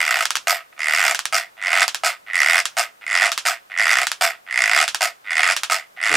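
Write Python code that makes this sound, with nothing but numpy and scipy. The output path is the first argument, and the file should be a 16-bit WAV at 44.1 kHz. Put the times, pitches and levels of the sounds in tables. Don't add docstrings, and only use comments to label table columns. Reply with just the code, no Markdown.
import sys
import numpy as np
from scipy import signal
from scipy.fft import rfft, irfft
from scipy.io import wavfile
from scipy.ndimage import uniform_filter1d, minimum_filter1d

SR = 44100
rng = np.random.default_rng(int(sys.argv[2]) if len(sys.argv) > 2 else 0)


def amp(db):
    return 10 ** (np.asarray(db, float) / 20)


def write(x):
    x = np.atleast_2d(x).T
    wavfile.write(sys.argv[1], SR, np.round(np.clip(x, -1, 1) * 32767).astype(np.int16))


N = 271950

# pitch_hz, width_hz (wider dies faster), level_db
BARREL_MODES = [(1999, 69, 1.5), (2135, 83, -0.5), (1482, 80, -1), (1867, 56, -7), (2398, 70, -2.5),
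                (2703, 44, -7.5), (2910, 170, -13.5), (3390, 18, -13)]


def evened(x):
    return x / np.sqrt(np.mean(x ** 2) + 1e-20)


def read(points, hz):
    f, value = np.transpose(points)
    return np.interp(np.log(hz + 1), np.log(f + 1), value)


def along(rows):
    s, *columns = np.transpose(rows)
    return [np.interp(np.arange(N) / SR, s, column) for column in columns]


def ring(x, hz, width):
    shrink = np.exp(-np.pi * width / SR)
    turn = 2 * np.pi * hz / SR
    return signal.lfilter([0, np.sin(turn)], [1, -2 * shrink * np.cos(turn), shrink * shrink], x)


def colour(x, spectrum):
    level_db = np.maximum(read(spectrum, abs(np.fft.fftfreq(4096, 1 / SR))), -100)
    log_gain = np.log(amp(level_db))
    taps = np.fft.ifft(np.exp(np.conj(signal.hilbert(log_gain)))).real[:2048]
    return signal.oaconvolve(x, taps / np.linalg.norm(taps))[:N]


def bursts(rows, spread_db, last_s, ragged):
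    s, db = np.transpose(rows)
    t = np.arange(200)
    chance = rng.standard_normal((len(s), len(t) + 1))
    force = (t == 0) + ragged * chance[:, 1:] * np.exp(-t / (last_s * SR))
    force /= np.linalg.norm(force, axis=1, keepdims=True)
    force *= amp(db + spread_db * chance[:, 0])[:, None]
    out = np.zeros(N + len(t))
    np.add.at(out, np.round(s * SR).astype(int)[:, None] + t, force)
    return out[:N]


def grit(size_db):
    size = np.minimum(rng.exponential(1, N), 5)
    return evened(rng.standard_normal(N) * amp(size_db * size))


def highpass(x, order, hz):
    return signal.sosfilt(signal.butter(order, hz, "high", fs=SR, output="sos"), x)


def feed(slips, grip):
    # pitch_hz, width_hz, level_db
    handle_modes = [(686, 30.5, -6), (744, 39, -8.5), (926, 74, -14), (1286, 48, -7), (1562, 115, -13),
                    (452, 72, -13.5)]
    # pitch_hz, level_db (per Hz)
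    tick_tone = [(300, -80), (2600, -43.5), (3700, -14), (4960, 4.5), (6390, -2), (7630, -1), (9960, -8),
                 (12000, -25), (15600, -45.5)]
    # pitch_hz, level_db (per Hz)
    air_tone = [(9000, -57), (11500, 5.5), (14000, 6.5), (15500, 0), (16300, -45)]
    handle_db, sharp_db, air_db = along(grip)

    fade = np.exp(-np.arange(3000) / (0.0061 * SR))
    power = signal.oaconvolve(bursts(slips, 0, .001, 0) ** 2, fade)[:N]
    pressure = np.sqrt(power.clip(0))
    rub = pressure * amp(0.55 * handle_db) * grit(6.1)

    scrape = sum(amp(db) * ring(amp(-28.5) * rub, hz, width + 250) for hz, width, db in BARREL_MODES)
    handle = 0
    for hz, width, db in handle_modes:
        push = bursts(slips, 4.0, 0.00043, 0.28) + amp(-32.0) * rub
        handle += amp(db) * ring(amp(handle_db) * push, hz, width)

    hard = np.multiply(slips, [1, 1.2])
    click = bursts(hard, 1.0, .0009, .45)
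    tick = colour(amp(sharp_db) * (click + amp(-27.5) * rub), tick_tone)
    tick += amp(-23.0) * ring(amp(sharp_db) * click, 5294, 108)
    thin_click = bursts(hard, 1.2, 0.0012, 0.77)
    air = colour(amp(air_db) * (thin_click + amp(-20) * rub), air_tone)

    shell = amp(1.0) * barrel(slips, grip, free_s=0.0047, grip_db=-21.0) + scrape + amp(2.5) * handle
    for _ in range(4):
        shell = highpass(shell, 2, 560)
    return shell + amp(18.5) * tick + amp(11.5) * air


def barrel(slips, grip, free_s, grip_db):
    s, db = np.transpose(slips)
    hz, width, mode_db = np.transpose(BARREL_MODES)
    t = np.arange(700) / SR
    chance = rng.standard_normal((len(s), 3, len(hz), 1))
    pitch = hz[:, None] * (1 + .025 * chance[:, 0])
    wave = np.sin(2 * np.pi * pitch * t + .35 * chance[:, 1])

    hold_db = np.interp(s, *np.transpose(grip)[:2])[:, None, None] + 9
    side_db = 0.72 * hold_db * (mode_db < 0)[:, None]
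    level = amp(mode_db[:, None] + side_db + 2.0 * chance[:, 2])
    tone = (level * np.exp(-np.pi * width[:, None] * t) * wave).sum(axis=1)

    rise = 1 - np.exp(-t / .0004)
    damped = amp(grip_db / (1 + np.exp((free_s - t) / 0.00071)))
    tone *= damped * rise * signal.windows.tukey(2 * len(t), .5)[len(t):]
    tone *= amp(db)[:, None] / abs(tone).max(axis=1, keepdims=True)
    out = np.zeros(N + len(t))
    np.add.at(out, np.round(s * SR).astype(int)[:, None] + np.arange(len(t)), tone)
    return out[:N]


def strokes():
    # time_s, slips so far (the first pull is already under way)
    travels = [
        [(.004, 10), (.0146, 11), (.0905, 17), (.1431, 20), (.1698, 22), (.2251, 25), (.2351, 26)],
        [(.7658, 0), (.9748, 16), (1.0145, 20), (1.051, 23), (1.1104, 27), (1.1326, 29)],
        [(1.5682, 0), (1.6046, 4), (1.6914, 12), (1.7305, 15), (1.8399, 25)],
        [(2.2636, 0), (2.3103, 5), (2.3895, 12), (2.4735, 18), (2.5685, 26), (2.6242, 31)],
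        [(3.0121, 0), (3.0389, 3), (3.0921, 7), (3.1285, 11), (3.2098, 18), (3.2768, 25), (3.2919, 26)],
        [(3.699, 0), (3.7281, 3), (3.7874, 8), (3.8423, 14), (3.9053, 19), (3.9397, 23), (4.0316, 29),
         (4.0572, 31)],
        [(4.4651, 0), (4.5091, 4), (4.5751, 8), (4.6205, 11), (4.733, 17), (4.7625, 19), (4.8396, 25)],
        [(5.2447, 0), (5.2829, 4), (5.3548, 10), (5.4317, 16), (5.5326, 25)],
        [(5.9648, 0), (5.99, 3), (6.0283, 6), (6.0831, 12), (6.1147, 15), (6.1536, 18)],
    ]
    # full_db, slips to build up, end_easing_db, handle_hold_db, dryness_db
    pulls = [(-10, 3.1, -13.5, 1.5, 12), (-8.5, 2.07, -38, 2, 13), (-7, 5.6, -7.5, 2, 4),
             (-5, 5.5, -55, -2, 8.5), (-6, 6.2, -11.5, 0.5, 2), (-4.5, 7.36, -48, -0.5, 8),
             (-4, 5.2, -8.5, -0.5, 6), (-6, 4.4, -8, -0.5, 1), (-8.5, 3.5, 8, -1, 0)]
    bites = [0, 1.5, 4.5, 6.5, 4.5, 6.5, 3.5, 5.5, 4.5]
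    # growth_db over the travel, sharpness_db
    efforts = [(2, 0), (4.5, 1), (4.5, -2), (-1.5, -1), (-2, -1), (-6, 0), (-1, 0), (-1.5, -0.5),
               (-2.5, -1)]
    # start_s, level_db, die_away_s, gap_s between slips, dryness_db
    releases = [(.4713, -9, 0.15, 0.012, 8.5), (1.3255, -11, 0.15, 0.01, 4), (2.0353, -12, 0.13, 0.0076, 4),
                (2.7686, -12, 0.12, .0086, 5), (3.453, -11.5, 0.13, 0.0079, 4), (4.2105, -10, .15, .011, 6),
                (5.0083, -9.5, 0.11, 0.0099, 3), (5.6988, -10, 0.14, 0.011, 2.5)]
    release_holds = [1, -1, 3, 0, 0, 2, 1.5, 0]
    # start_s, level_db
    stray = [(.7266, -38)]
    # time_s, extra_db
    jolts = [(.004, 2), (.015, 4), (0.107, 6), (.807, 2.5), (.831, -3.5), (0.958, 2), (1.73, 2.5),
             (2.346, -3), (2.417, 6.5), (2.481, 0), (2.495, 1.5), (3.067, 4), (3.053, -15), (3.15, 4),
             (3.8, 2.5), (3.91, 0.5), (4.032, 5), (2.605, 5), (4.583, 2), (4.62, 0), (4.77, 1), (5.319, 0),
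             (5.344, -6), (5.393, 3), (5.432, 1.5), (6.037, 2.5)]
    jolt_s = .009

    parts = [pull(travel, bite, *effort, *row)
             for travel, bite, effort, row in zip(travels, bites, efforts, pulls)]
    parts += [release(hold, *row) for hold, row in zip(release_holds, releases)]
    s, db = np.vstack([slips for slips, _ in parts] + [stray]).T
    db = db + sum(extra_db * np.exp(-((s - at) / jolt_s) ** 4) for at, extra_db in jolts)
    return np.c_[s, db], sorted(tuple(row) for _, grip in parts for row in grip)


def pull(travel, bite, grow_db, sharp_db, full_db, build, ease_db, hold_db, dry_db):
    # share of travel (0 to 1), handle_db, sharpness_db, dryness_db
    pull_grip = [(0, -6, -2.5, -35), (.15, -21.5, -12, -43), (.4, -17.5, -10.5, -34),
                 (.8, -10.5, -9.5, -30), (.99, -7, -3.5, -28)]
    first_db, ease_slips = -27.5, 1.02
    jitter_s, spread_db = .0004, 1.5
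    long_stick_s, creep_s, creep_db = .0145, .0075, -13
    loose_db, loose_dull_db = -3.5, -15

    s, steps = np.transpose(travel)
    n = np.arange(steps[0], steps[-1] + 1)
    chance = rng.standard_normal((len(n), 3))
    even = np.interp(n, steps, s)
    loose = n < bite
    at = even + jitter_s * chance[:, 0]
    db = full_db + first_db * np.exp(-n / build) + loose_db * loose
    db += grow_db * (n / n[-1] - .5) + ease_db * np.exp((n - n[-1]) / ease_slips)

    long_stick = np.append(np.diff(even) > long_stick_s, False)
    creep_level = db + creep_db + spread_db * chance[:, 2] - 60 * ~long_stick
    creep = np.c_[at + creep_s, creep_level]

    share, *columns = np.transpose(pull_grip)
    handle, sharp, dryness = (np.interp(n / n[-1], share, column) for column in columns)
    dull = loose_dull_db * loose
    grip = np.c_[even, handle + hold_db, sharp + sharp_db + dull, dryness + dry_db + dull]
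    return np.r_[np.c_[at, db + spread_db * chance[:, 1]], creep], grip.tolist()


def release(hold_db, start, strength_db, die_s, gap_s, dry_db, count=18):
    # time_s after its start, handle_db, sharpness_db, dryness_db
    release_grip = [(-.03, 5, -12.5, -47), (.02, -3, 0.5, -15.5), (.1, -10, -7.5, -19), (.2, -12, -31, -35)]
    front_db, front_s = -4.5, 0.011
    fade_db, fade_bend = -28.5, 1.93
    jitter, spread_db = .2, 1

    chance = rng.standard_normal((count, 2))
    n = np.arange(count)
    t = gap_s * (n + jitter * chance[:, 0] * (n > 0))
    db = strength_db + front_db * np.exp(-t / front_s) + fade_db * (abs(t) / die_s) ** fade_bend
    grip = [(start + s, handle + hold_db, sharp, dryness + dry_db)
            for s, handle, sharp, dryness in release_grip]
    return np.c_[start + t, db + spread_db * chance[:, 1]], grip


def spring():
    # start_s, level_db
    snaps = [(0.2538, 2.5), (0.3051, 2.5), (0.3538, 4), (0.3681, -5), (1.1466, 4), (1.1907, -0.5),
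             (1.2541, 0.5), (1.8791, 3.5), (1.9455, 1.5), (2.6541, 3), (3.3172, 4.5), (3.3767, 4),
             (4.0681, 4), (4.116, 0.5), (4.8784, 4.5), (4.9456, 3), (5.5645, 5), (5.6334, 3.5)]
    # pitch_hz, level_db (per Hz)
    snap_tone = [(40, -24), (300, -28.5), (500, -16.5), (750, -4), (1400, 6.5), (2110, 0.5), (3300, 2.5),
                 (4450, -2), (5400, 1.5), (7760, -4), (10900, -9), (16000, -23)]
    lag_s, settle_s = 0.00092, .0014
    crack = amp(8) * bursts(np.add(snaps, [lag_s, 0]), 0, .0002, .04)
    fade = signal.windows.exponential(900, 20, settle_s * SR, False)
    settle = signal.oaconvolve(abs(crack), fade)[:N] * grit(4.4)
    return amp(-4.0) * colour(crack, snap_tone), amp(-21.5) * colour(settle, snap_tone)


def low_scrape():
    # time_s, level_db
    swell = [
        (6.08, -83),
        (6.11, -45),
        (6.166, -35.5),
    ]
    # pitch_hz, width_hz, level_db
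    scrape_modes = [(107.8, 44, -1), (199, 38, -7), (330, 41, 15.5), (383, 65, -9), (450, 34, 16.5)]
    t = np.arange(N) / SR
    push = amp(along(swell)[0]) * (t > swell[0][0])
    low_tones = sum(amp(db) * ring(grit(9.6), hz, width) for hz, width, db in scrape_modes)
    return amp(8.5) * push * evened(highpass(low_tones, 4, 85))


def room(x):
    turn = 2 * np.pi * 4.3 * np.arange(N) / SR
    wet = 0
    for k in range(3):
        share = np.sqrt(2 / 3) * np.cos(turn + k * 2 * np.pi / 3)
        wet = wet + signal.fftconvolve((x * share)[None], echoes(), axes=1)[:, :N]
    return wet


def echoes():
    # pitch_hz, die_away_s
    die_away = [(300, 0.19), (1000, 0.029), (3000, 0.11), (8000, 0.084), (15000, 0.033)]
    taps = np.zeros((3, SR // 2))
    jitter = rng.integers(0, 12, (3, (SR // 2 - 251) // 12))
    at = np.arange(250, SR // 2 - 12, 12) + jitter
    np.put_along_axis(taps, at, rng.choice([-1., 1.], at.shape), 1)
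    hz, t, z = signal.stft(taps[0] + 0.79 * taps[1:], SR, nperseg=128)
    decay = amp(-60 * t / read(die_away, hz)[:, None])
    decay = decay + amp(-15.5 - 60 * t / 0.26)
    tail = signal.istft(z * decay, SR, nperseg=128)[1]
    return tail / np.linalg.norm(tail[0])


def floor():
    # pitch_hz, level_db (per Hz)
    floor_tone = [(20, -12), (60, -17), (130, -9.5), (300, -6.5), (650, 3.5), (1100, 4), (2000, -3.5),
                  (4500, -12.5), (11600, -17.5), (15200, -18), (16500, -41)]
    # pitch_hz, likeness (1 same, 0 unrelated, -1 opposite)
    likeness = [(60, 1), (240, 0.0041), (950, -0.94), (3770, -0.065), (15000, 1)]
    frames, hz = N // 256 + 5, np.fft.rfftfreq(1024, 1 / SR)
    a, b, c, d = rng.standard_normal((frames, 513, 4)).T
    same = np.clip(read(likeness, hz), -1, 1)[:, None]
    left = a + 1j * b
    right = same * left + np.sqrt(1 - same ** 2) * (c + 1j * d)
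    z = np.array([left, right]) * amp(read(floor_tone, hz))[:, None]
    noise = signal.istft(z, nperseg=1024, noverlap=768)[1][:, :N]
    return amp(-51.5) * evened(noise)


def scene():
    # pitch_hz, left_minus_right_db
    balance = [(60, -1), (180, 0.5), (550, 1), (1650, -4), (4970, -0.5), (15000, -1.5)]
    slips, grip = strokes()
    creep = feed(slips, grip)
    crack, settle = spring()
    wet = room(amp(-11) * creep + amp(-5) * crack)
    heard = creep + crack + settle + wet
    lean = read(balance, np.fft.rfftfreq(N, 1 / SR)) / 2
    placed = irfft(rfft(heard) * amp(np.array([lean, -lean])), N)
    return placed + low_scrape() + floor()


def top_cut(x):
    return signal.sosfilt(signal.butter(12, 16990, fs=SR, output="sos"), x)


def record(dry):
    ceiling = .93
    peak = -minimum_filter1d(-abs(dry).max(0), size=91)
    over = np.maximum(peak, ceiling)
    held = dry * ceiling / uniform_filter1d(over, size=45)
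    cut = signal.firwin(255, 16200, window=("kaiser", 8), fs=SR)
    return top_cut(signal.oaconvolve(held, cut[None], "same"))


dry = scene()
out = record(dry)
write(out)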